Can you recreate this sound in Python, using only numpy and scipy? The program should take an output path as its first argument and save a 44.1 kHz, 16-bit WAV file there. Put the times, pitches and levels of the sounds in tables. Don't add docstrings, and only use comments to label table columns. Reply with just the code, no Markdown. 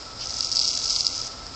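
import sys
import numpy as np
from scipy import signal
from scipy.fft import rfft, irfft
from scipy.io import wavfile
from scipy.ndimage import uniform_filter1d

SR = 44100
rng = np.random.default_rng(int(sys.argv[2]) if len(sys.argv) > 2 else 0)


def store_pcm(level_fs):
    pcm = np.round(np.clip(level_fs, -1, 1) * 32767).astype(np.int16)
    wavfile.write(sys.argv[1], SR, np.atleast_2d(pcm).T)


def linear_from_db(decibels):
    return 10 ** (np.asarray(decibels, float) / 20)


N = 68355

# frequency in Hz, level in dB per Hz.
PORT_COLOUR = [(1300, -67.5), (2300, -26.5), (3600, -18.5), (4300, -11), (5040, -4.5), (6000, -8),
               (7300, -14.5), (8600, -10.5)]


def level(x, db):
    return x * linear_from_db(db) / np.sqrt(np.mean(x ** 2))


def colour(x, table):
    size = 8192
    hz, db = np.array(table).T
    bin_hz = np.arange(size // 2 + 1) * SR / size
    gain_db = np.interp(np.log(bin_hz + 1), np.log(hz), db)
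    cepstrum = irfft(np.log(linear_from_db(gain_db)))
    cepstrum[1:size // 2] *= 2
    cepstrum[size // 2 + 1:] = 0
    impulse = irfft(np.exp(rfft(cepstrum)))
    return signal.fftconvolve(x, impulse)[:len(x)]


def band(hz, width_hz):
    b, a = signal.iirpeak(hz, hz / width_hz, fs=SR)
    once = signal.lfilter(b, a, rng.standard_normal(N))
    return signal.lfilter(b, a, once)


def walk(rate):
    hold = int(SR / rate)
    steps = np.repeat(rng.standard_normal(N // hold + 1), hold)
    slewed = uniform_filter1d(uniform_filter1d(steps, hold), hold)
    return 1.3 * slewed[:N]


def cracks(start_s, gain, hz, width_hz, rise_s=1e-6):
    at = np.floor(start_s * SR).astype(int)[:, None] + np.arange(1, 65)
    t = at / SR - start_s[:, None]
    envelope = (1 - np.exp(-t / rise_s)) * np.exp(-np.pi * width_hz * t)
    wave = gain[:, None] * envelope * np.sin(2 * np.pi * hz[:, None] * t)
    return np.bincount(at.ravel(), wave.ravel(), N + 99)[:N]


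def slugs():
    # time of the peak in seconds, peak behind the port in dB, pitch in Hz.
    early_slugs = [(0.2577, -17, 5070), (0.2717, -14, 5720), (0.2958, -18, 5490), (0.3064, -14, 5180),
                   (0.3143, -18, 5560), (0.3417, -15, 5400), (0.3658, -16, 5570), (0.3686, -13, 5380),
                   (0.3865, -16, 5440), (0.4074, -6, 4980), (0.427, -13, 5360), (0.4288, -15, 5230),
                   (0.4341, -17, 5160), (0.4468, -9, 5160), (0.4567, -16, 5320), (0.4714, -16, 5260),
                   (0.5165, -8, 5400), (0.5203, -13, 5330), (0.5216, -11, 5300), (0.5262, -9, 5180),
                   (0.529, -16, 5250), (0.5348, -15, 5370), (0.5519, -10, 5650), (0.5576, -10, 5290),
                   (0.5598, -9, 5410), (0.5651, -13, 5370), (0.5695, -5, 4910), (0.576, -14, 4880),
                   (0.5775, -12, 4900), (0.5874, -13, 5070)]
    middle_slugs = [(0.5924, -4, 4910), (0.5985, -10, 5150), (0.6003, -14, 4870), (0.6145, -8, 4820),
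                    (0.6168, -12, 5010), (0.6334, -12, 5410), (0.6416, -11, 5430), (0.6452, -12, 4860),
                    (0.6468, -15, 4910), (0.6498, -15, 5040), (0.6537, -9, 5190), (0.655, -12, 5100),
                    (0.678, -5, 5530), (0.6834, -9, 5200), (0.6901, -10, 5210), (0.6978, -14, 5360),
                    (0.7086, -15, 5460), (0.7137, -15, 5280), (0.7155, -16, 5410), (0.7508, -16, 5240),
                    (0.7525, -11, 6060), (0.7539, -15, 5280), (0.7556, -16, 5540), (0.798, -16, 5820),
                    (0.8403, -15, 5110), (0.8478, -13, 5440), (0.8566, -13, 4990), (0.8586, -14, 5130),
                    (0.861, -14, 5320), (0.8629, -15, 5350)]
    late_slugs = [(0.8778, -15, 5300), (0.88, -15, 5220), (0.8978, -15, 5070), (0.8994, -11, 5310),
                  (0.9061, -14, 4970), (0.908, -14, 4820), (0.9283, -11, 5330), (0.93, -13, 5510),
                  (0.9494, -14, 5450), (0.9551, -11, 5160), (0.9625, -7, 4560), (0.9644, -8, 4560),
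                  (0.9867, -13, 5160), (0.9911, -14, 5500), (0.9942, -14, 5060), (0.9998, -13, 5510),
                  (1.0076, -6, 4860), (1.0469, -14, 5150), (1.0485, -16, 5100), (1.0514, -14, 4990),
                  (1.0578, -12, 5300), (1.0672, -2, 5060), (1.0781, -12, 5120), (1.1272, -17, 5110),
                  (1.1626, -17, 5640), (1.1788, -16, 5220), (1.2142, -17, 5350), (1.2162, -16, 5260),
                  (1.2692, -17, 5950), (1.4667, -21, 5260)]
    rows = np.concatenate([early_slugs, middle_slugs, late_slugs])
    lag_s, trim_db = -.00022, .4
    pitch_spread = 1.3
    ring_width_hz, ring_rise_s = 1150, .0002
    tick_db, tick_db_per_off, tick_hz, tick_width_hz = 0, 55, 7700, 3500
    middle_hz = np.median(rows[:, 2])
    zero, one = np.zeros(1), np.ones(1)
    out = np.zeros(N)
    for peak_s, peak_db, hz in rows:
        off = hz / middle_hz - 1
        ring_hz = middle_hz * (1 + pitch_spread * off)
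        ring = cracks(zero, one, one * ring_hz, ring_width_hz, ring_rise_s)
        tick_gain = linear_from_db(one * (tick_db + tick_db_per_off * off))
        tick = cracks(zero, tick_gain, one * tick_hz, tick_width_hz)
        wave = colour((ring + tick)[:512], PORT_COLOUR)
        swell = np.abs(signal.hilbert(wave))
        at = int((peak_s + lag_s) * SR) - swell.argmax()
        out[at:at + len(wave)] += wave * linear_from_db(peak_db + trim_db) / swell.max()
    return out


def drops():
    # time in seconds, level of the sputter in dB.
    jet_force = [(0, -61), (.18, -74), (0.238, -37.5), (0.298, -33), (.4, -29.5), (.51, -33), (.57, -28),
                 (0.678, -25.5), (0.802, -28), (.96, -25.5), (1.081, -30.5), (1.12, -30), (1.26, -34.5),
                 (1.31, -47.5), (1.55, -65)]
    drops_per_s, spread_db, width_hz, drops_db = 1600, 3, 3900, -1
    bursts_per_s, burst_db = 70, 1.5
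    start_s = np.cumsum(rng.exponential(1 / drops_per_s, 8000))
    start_s = start_s[start_s < N / SR]
    count = len(start_s)
    size_db = np.minimum(rng.exponential(spread_db, count), 8)
    size_db = size_db + burst_db * walk(bursts_per_s)[(start_s * SR).astype(int) % N]
    hz = 2800 * 2 ** (1.66 * rng.random(count))
    patter = colour(cracks(start_s, linear_from_db(size_db), hz, width_hz), PORT_COLOUR)
    force_db = np.interp(np.arange(N) / SR, *np.array(jet_force).T)
    return level(patter, drops_db) * linear_from_db(force_db)


def ground(x):
    # delay in seconds, level in dB.
    echoes = [
        (.0018, -8),
        (.0052, -19),
    ]
    out = x.copy()
    for delay_s, db in echoes:
        out += linear_from_db(db) * np.pad(x, (int(delay_s * SR), 0))[:N]
    return out


def hiss():
    # frequency in Hz, level in dB per Hz.
    hiss_colour = [(1400, -25), (2000, -14), (3000, -16), (4200, -7.5), (5100, 1), (6300, -16), (7600, -12),
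                   (8700, -9.5)]
    rustle_top_s, rustle_top_len_s, rustle_top_hz, rustle_top_width_hz, rustle_top_db = 0.221, 0.021, 5000, 1000, -29.5
    t = np.arange(N) / SR
    rustle_top = level(band(rustle_top_hz, rustle_top_width_hz), rustle_top_db)
    rustle_top *= np.exp(-((t - rustle_top_s) / rustle_top_len_s) ** 2)
    flicker = linear_from_db(walk(60))
    spray = colour(rng.standard_normal(N) * flicker, hiss_colour)
    return level(spray, -37) + rustle_top


def suburb():
    # frequency in Hz, level in dB per Hz.
    rumble_colour = [(20, -10.5), (40, 1.5), (122, 0), (172, -9.5), (265, -5), (380, -9), (650, -5.5),
                     (1400, -11), (2200, -22.5)]
    whine_hz, whine_width_hz, whine_db = 1322, 65, -49
    hum_hz, hum_width_hz, hum_db = 259, 29, -61
    rustle_s, rustle_len_s, rustle_hz, rustle_width_hz, rustle_db = .225, .022, 3000, 1300, -41.5
    t = np.arange(N) / SR
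    rumble = level(colour(rng.standard_normal(N), rumble_colour), -42.5)
    whine = level(band(whine_hz, whine_width_hz) * linear_from_db(0.5 * walk(3.1)), whine_db)
    hum = level(band(hum_hz, hum_width_hz), hum_db)
    rustle = level(band(rustle_hz, rustle_width_hz), rustle_db)
    rustle *= np.exp(-((t - rustle_s) / rustle_len_s) ** 2)
    return rumble + whine + hum + rustle


def scene():
    sputter = ground(slugs() + drops())
    return (sputter + hiss() + suburb())[None]


def thin(x):
    band_hz, low_hz, high_hz = 130, 1560, 1950
    mask_db, memory_frames, late_frames = -37.3, 11, 8
    hz, _, z = signal.stft(x, SR, nperseg=1024, noverlap=768)
    power = uniform_filter1d(np.abs(z[0]) ** 2, memory_frames, axis=1)
    group = (hz // band_hz).astype(int)
    first_bins = np.flatnonzero(np.diff(group, prepend=-1))
    band_power = np.add.reduceat(power, first_bins, axis=0)
    earlier_power = np.roll(power.sum(0), late_frames)
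    weak = band_power[group] < earlier_power * linear_from_db(2 * mask_db)
    middle = (hz > low_hz) & (hz < high_hz)
    z[0][weak & middle[:, None]] = 0
    return signal.istft(z, SR, nperseg=1024, noverlap=768)[1][:, :N]


def roll_off(x):
    return signal.sosfilt(signal.butter(12, 8840, fs=SR, output="sos"), x)


def record(dry):
    top_hz, ceiling = 9750, .72
    top_cut = signal.cheby2(10, 70, top_hz, fs=SR, output="sos")
    mix = thin(signal.sosfilt(top_cut, dry))
    return roll_off(np.clip(mix, -ceiling, ceiling))


dry = scene()
out = record(dry)
store_pcm(out)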